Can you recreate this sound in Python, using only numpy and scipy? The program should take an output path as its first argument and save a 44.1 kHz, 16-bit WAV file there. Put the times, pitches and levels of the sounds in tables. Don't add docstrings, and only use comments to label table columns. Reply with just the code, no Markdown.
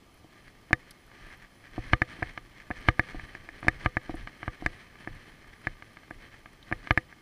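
import sys
import numpy as np
from scipy import signal
from scipy.fft import rfft, irfft
from scipy.io import wavfile
from scipy.ndimage import uniform_filter1d

SR = 44100
rng = np.random.default_rng(int(sys.argv[2]) if len(sys.argv) > 2 else 0)


def to_wav(s):
    ch = np.atleast_2d(s).T
    pcm = np.round(np.clip(ch, -1, 1) * 32767)
    wavfile.write(sys.argv[1], SR, pcm.astype(np.int16))


N = 318346

# centre in Hz, width in Hz, lift in dB.
CASE_RESONANCES = [(488, 210, -5), (1191, 62, 9), (1415, 110, -4.5), (1800, 80, -0.5), (2160, 55, 5),
                   (2780, 180, -5.5), (3105, 190, 4.5), (3480, 96, -0.5), (3710, 270, -5.5),
                   (4270, 210, 2.5), (4720, 92, -6), (6100, 130, 7), (6300, 340, -3), (7800, 800, -0.5),
                   (8700, 380, 6), (10430, 1000, 8)]
# frequency in Hz, relative density in dB.
STREET_SPECTRUM = [(20, -1), (100, 5), (180, 0.5), (300, 1), (450, -1), (1000, -10), (1900, -13),
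                   (2700, -13), (4000, -16.5), (6500, -23), (10500, -32), (12000, -30.5), (15000, -29.5)]
RUB_SPECTRUM = [(60, -8.5), (140, 3), (330, 1.5), (500, -1), (950, -8.5), (1400, -4.5), (1750, 4),
                (2250, -2), (2900, -7.5), (4200, -13), (6000, -21.5), (7500, -32.5), (8700, -27),
                (12000, -44)]
SWAY_SPECTRUM = [(10, -30), (20, 1.5), (30, 3), (55, -12), (80, -12.5), (125, -10), (190, -28.5),
                 (320, -26), (450, -33), (1000, -72)]
HARNESS_SPECTRUM = [(7000, -40), (9300, -8), (10300, 2), (11200, -6), (13000, -13), (15000, -20)]
CLAW_SPECTRUM = [(500, -11), (1500, 7), (3000, -9), (5000, -11), (7500, -17), (10300, -18), (12000, -18),
                 (15000, -24)]
GRIT_SPECTRUM = [(100, 0), (1000, -8.5), (1400, -4.5), (1750, 4), (2250, -2.5), (2900, -9.5), (6000, -22),
                 (12000, -43)]
# frequency in Hz, rms level in dB.
WHINE_TONES = [(5000, -84), (11000, -97), (12000, -92), (13000, -92), (14000, -96), (15000, -96)]
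# time in seconds, relative level in dB.
WALK_EFFORT = [(0.0, -73), (1.37, -62), (1.63, -67.5), (2.09, -53.5), (2.57, -63.5), (2.97, -54.5),
               (7.0, -65), (7.22, -66)]
# start in seconds, length in seconds, relative level in dB.
CLOTH_STROKES = [(0.302, 0.19, -61.5), (0.678, 0.27, -60.5), (1.12, 0.21, -55.5), (1.741, 0.22, -52.5),
                 (2.083, 0.23, -52.5), (2.717, 0.18, -52.5), (3.036, 0.21, -52), (3.537, 0.33, -54.5),
                 (4.003, 0.55, -55), (4.617, 0.22, -52.5), (4.988, 0.35, -57), (5.642, 0.067, -53),
                 (6.14, 0.24, -59.5), (6.671, 0.32, -55.5)]
# time in seconds, relative peak in dB.
FOOTFALLS = [(0.75, -51), (1.22, -50), (1.79, -32), (2.27, -43), (2.79, -43.5), (3.18, -38), (3.69, -34.5),
             (4.125, -33), (4.67, -37), (5.13, -44), (5.69, -41.5), (6.16, -45), (6.73, -39)]
# start in seconds, peak in dB, pitch in Hz.
LEASH_TICKS = [(.142, -57, 11500), (.908, -40.5, 10400), (0.909, -43, 4700), (1.065, -56, 12000),
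               (1.372, -58, 12000), (3.605, -51, 10200), (4.154, -47, 9800), (6.628, -42.5, 3600),
               (6.925, -48.5, 11500)]
# frequency in Hz, seconds to fall 60 dB, then the signed mode shape
CASE_MODES = [(42.4, 0.064, 0.016, -0.2, 0.012), (120.7, 0.053, -0.053, 0.2, 0.088),
              (199, 0.012, -0.095, 0.18, 0.028), (320.7, 0.047, -0.049, 0.088, 0.41),
              (500.3, 0.18, 0.0049, -0.012, 0.023), (735, 0.043, -0.035, 0.055, 0.2),
              (945, 0.006, -0.17, 0.29, 0.31), (1200, 0.048, -0.055, 0.12, 0.12),
              (1254, 0.033, -0.073, 0.097, 0.029), (1609, 0.014, -1.4, 0.48, 0.19),
              (1746, 0.024, 1.317, -0.22, 0.27), (1882, 0.05, 0.13, -0.047, 0.0),
              (2083, 0.018, -0.36, -0.35, 0.27), (2330, 0.0094, 0.34, 0.4, 0.6),
              (2960, 0.018, 0.0124, 0.11, 0.32), (3620.0, 0.032, 0.0107, -0.022, 0.0),
              (4113, 0.019, -0.019, 0.043, 0.19), (4854, 0.018, 0.103, -0.0071, 0.0045),
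              (5850, 0.031, 0.0046, -0.0125, 0.0), (7080, 0.0082, -0.023, 0.0042, 0.027),
              (8340, 0.012, 0.072, 0.00046, 0.0), (10800, 0.0054, 0.0211, 0.0111, 0.0)]
# start in seconds, strength in dB, contact hardness in Hz.
HINGE_BUMPS = [(0.245, -37.5, 1100), (0.7083, -24.5, 1690), (1.7798, -18.5, 1260), (2.189, -33, 900),
               (2.2236, -18.5, 1680), (2.7046, -19, 1600), (3.1461, -25, 1100), (3.157, -39, 1600),
               (3.647, -27, 1500), (3.6691, -22, 1400), (4.095, -19, 1300), (4.1419, -23.5, 1140),
               (4.6233, -24, 1250), (6.7145, -21.5, 2100)]
# start in seconds, strength in dB,
# stop (rounds to 0 for the first, 1 for the second), contact hardness in Hz.
STOP_CLACKS = [(0.7301, -2, 0, 11700), (1.9335, -2, 1, 5030), (2.0184, -4.5, 0, 3850),
               (2.2272, -11.5, 0, 3620), (2.7108, -15, 0, 2580), (2.8864, -1.5, 1, 5240),
               (2.9946, -3.5, 0, 4000), (3.6827, -1.7, 0, 11660), (3.8602, -5, 1, 2330),
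               (3.969, -7, 0, 2600), (4.4791, -12.5, 0.83, 1660), (4.662, -8, 0, 12300),
               (5.6701, -11, 0, 3630), (6.725, -9.5, 0.11, 3130), (6.9083, -3.5, 0.99, 4780),
               (6.9753, -4, 0, 4640)]
# start in seconds, strength in dB, stop, hardness in Hz.
STOP_TAPS = [(1.116, -40, 1, 5000), (2.3764, -20.5, 1, 8200), (3.196, -27, 0, 5000), (3.3505, -25, 0, 8000),
             (3.4888, -25.5, 0, 8000), (3.6292, -21, 1, 1930), (4.2735, -24, 1, 8000),
             (4.43, -19.5, 1, 2630), (4.955, -39, 1, 5000), (5.074, -9, 0, 855), (5.444, -40, 1, 5000),
             (5.8234, -30.5, 1, 8000), (5.970, -32.5, 1, 8000), (6.033, -39.5, 1, 12000),
             (6.109, -15, 0, 1060), (6.4586, -32.5, 1, 8000), (6.8724, -24.5, 1, 9000),
             (7.1261, -34, 0, 6000)]
# middle in seconds, level there in dB, half width in seconds.
GRIT_SCRAPES = [(0.479, -50.5, 0.0072), (.553, -58, .004), (1.225, -57, 0.0066), (1.328, -49, 0.023),
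                (1.429, -51.5, 0.027), (1.66, -53.5, 0.035), (2.125, -49, 0.021), (2.296, -44.5, 0.0053),
                (2.6, -49.5, 0.032), (2.775, -46, 0.021), (3.1, -42, 0.021), (3.812, -47.5, 0.022),
                (5.045, -45, 0.0041), (5.535, -48.5, .006), (6.08, -50, .003), (6.34, -54.5, 0.027),
                (7.11, -56.5, 0.024)]

FIRST_STOP, SECOND_STOP, HINGE = 0, 1, 2
TIME = np.arange(N) / SR


def undb(db):
    return 10 ** (np.asarray(db) / 20)


def unit(x):
    return x / np.sqrt(np.mean(x ** 2))


def wander(rate):
    hold = int(SR / rate)
    return 0.94 * uniform_filter1d(np.repeat(rng.standard_normal(N // hold + 1), hold), hold)[:N]


def swell(start, length, attack_s, release_s):
    t = TIME - start
    return np.exp(np.minimum(t, 0) / attack_s - np.maximum(t - length, 0) / release_s)


def add(track, sound, start_s):
    start = max(int(round(start_s * SR)), 0)
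    part = sound[:max(N - start, 0)]
    track[start:start + len(part)] += part


def through_case(x, spectrum):
    hz = np.maximum(np.arange(N // 2 + 1) * SR / N, 1)
    points_hz, points_db = np.transpose(spectrum)
    db = np.interp(np.log(hz), np.log(points_hz), points_db)
    for centre, width, lift in CASE_RESONANCES:
        db += lift / (1 + (2 * (hz - centre) / width) ** 2)
    return unit(irfft(rfft(x) * undb(db), N))


def street(level_db=-58.5):
    return through_case(rng.standard_normal(N), STREET_SPECTRUM) * undb(level_db)


def camera_whine():
    return sum(np.sqrt(2) * undb(db) * np.sin(2 * np.pi * hz * TIME) for hz, db in WHINE_TONES)


def gait(halt_s=0.0024, rest_s=0.056, rest_power_loss=0.33):
    effort = undb(np.interp(TIME, *np.transpose(WALK_EFFORT)))
    stroke_power = sum((undb(db) * swell(s, length, attack_s=0.015, release_s=0.04)) ** 2
                       for s, length, db in CLOTH_STROKES)
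    jolt_power = sum((undb(db) * swell(s, 0, attack_s=0.025, release_s=0.048)) ** 2
                     for s, db in FOOTFALLS)
    slide_power = sum((undb(db) * swell(s, 0, attack_s=0.03, release_s=halt_s)) ** 2
                      for s, db, stop, _ in STOP_CLACKS if stop == SECOND_STOP)
    resting = np.max([swell(s, rest_s, halt_s, release_s=0.028) for s, *_ in STOP_CLACKS], axis=0)
    moving = 1 - rest_power_loss * resting
    rub_power = stroke_power + slide_power * undb(-40) ** 2 + effort ** 2
    sway_power = jolt_power + slide_power * undb(-36) ** 2 + (effort * undb(2)) ** 2
    return np.sqrt(rub_power * moving), np.sqrt(sway_power * moving)


def rustle(rub, grains_per_s=450, grain_mix=0.91, gain_db=0.9, flicker_db=2.5):
    sizes = undb(3.5 * np.minimum(rng.exponential(size=N), 2))
    grains = (rng.random(N) < grains_per_s / SR) * np.sign(rng.standard_normal(N)) * sizes
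    friction = rng.standard_normal(N) + grain_mix * unit(grains)
    return through_case(friction, RUB_SPECTRUM) * rub * undb(gain_db + flicker_db * wander(50))


def rumble(sway, gain_db=-1.0, flicker_db=3.5):
    shaking = through_case(rng.standard_normal(N), SWAY_SPECTRUM)
    return shaking * sway * undb(gain_db - flicker_db * wander(36))


def leash_clip(size=2048, t60=0.022, relative_half_width=0.13):
    hz = np.arange(size // 2 + 1) * SR / size
    decay = undb(-60 * np.arange(size) / SR / t60)
    out = np.zeros(N)
    for s, db, pitch_hz in LEASH_TICKS:
        band = 1 / (1 + ((hz / pitch_hz - 1) / relative_half_width) ** 2)
        tick = irfft(rfft(rng.standard_normal(size)) * band) * decay
        add(out, undb(db) * tick / np.abs(tick).max(), s)
    return out


def harness(strides_per_s=3.5, first_stride_s=0.155, sharpness=2.5, level_db=-79.5, flicker_db=3.0):
    stride = np.abs(np.cos(np.pi * strides_per_s * (TIME - first_stride_s))) ** sharpness
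    shimmer = through_case(rng.standard_normal(N), HARNESS_SPECTRUM)
    return shimmer * stride * undb(level_db + flicker_db * wander(40))


def claws(count=44, steps_per_s=6.4, t60=0.035, scatter_db=2, level_db=-73):
    scratch = undb(-60 * np.arange(2048) / SR / t60)
    envelope = np.zeros(N)
    for step, (late, force) in enumerate(rng.standard_normal((count, 2)), start=1):
        add(envelope, scratch * undb(scatter_db * force), (step + late / 10) / steps_per_s)
    return through_case(envelope * rng.standard_normal(N), CLAW_SPECTRUM) * undb(level_db)


def case_knock(place, hardness_hz, bass_cut_hz, size=16384, detune=0.0081, scatter_db=0.66):
    t = np.arange(size) / SR
    mode_hz, t60, *shapes = np.transpose(CASE_MODES)
    mode_hz = mode_hz * (1 + detune * rng.standard_normal())
    modes = undb(-60 * t / t60[:, None]) * np.sin(2 * np.pi * np.outer(mode_hz, t))
    weights = shapes[place] * undb(scatter_db * rng.standard_normal(len(CASE_MODES)))
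    jf = 1j * np.arange(size // 2 + 1) * SR / size
    push = (jf / (jf + bass_cut_hz) / (1 + jf / hardness_hz)) ** 2
    if place == FIRST_STOP:
        rebound_s, rebound_share = 0.0003084, 0.7
        push *= 1 + rebound_share * np.exp(-2 * np.pi * jf * rebound_s)
    if place == HINGE:
        slip = jf / (0.77 * hardness_hz)
        push /= 1 + slip + slip ** 2
    return irfft(rfft(weights @ modes) * push)


def rocking_case(gain_db=1.74, shell_hz=9000):
    out = np.zeros(N)
    for s, db, stop, hardness_hz in STOP_CLACKS:
        add(out, undb(db) * case_knock(round(stop), hardness_hz, bass_cut_hz=18), s)
    for s, db, hardness_hz in HINGE_BUMPS:
        add(out, undb(db) * case_knock(HINGE, hardness_hz, bass_cut_hz=62), s)
    for s, db, stop, hardness_hz in STOP_TAPS:
        add(out, undb(db) * case_knock(round(stop), hardness_hz, bass_cut_hz=166), s)
    shell = signal.butter(2, shell_hz, fs=SR, output="sos")
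    return signal.sosfilt(shell, out) * undb(gain_db)


def scuffs(grains_per_s=700, scatter_db=3.0):
    scrapes = sum(undb(db) * np.exp(-((TIME - s) / width) ** 2) for s, db, width in GRIT_SCRAPES)
    grains = (rng.random(N) < grains_per_s / SR) * np.sign(rng.standard_normal(N))
    sizes = undb(scatter_db * rng.standard_normal(N))
    return through_case(grains * sizes, GRIT_SPECTRUM) * scrapes


def scene():
    rub, sway = gait()
    dog = leash_clip() + harness() + claws()
    walker = scuffs() + rustle(rub) + rumble(sway)
    return (dog + walker + rocking_case() + street() + camera_whine())[None]


def record(dry, top_hz=15200):
    return signal.sosfilt(signal.ellip(10, .1, 70, top_hz, fs=SR, output="sos"), dry)


dry = scene()
out = record(dry)
to_wav(out)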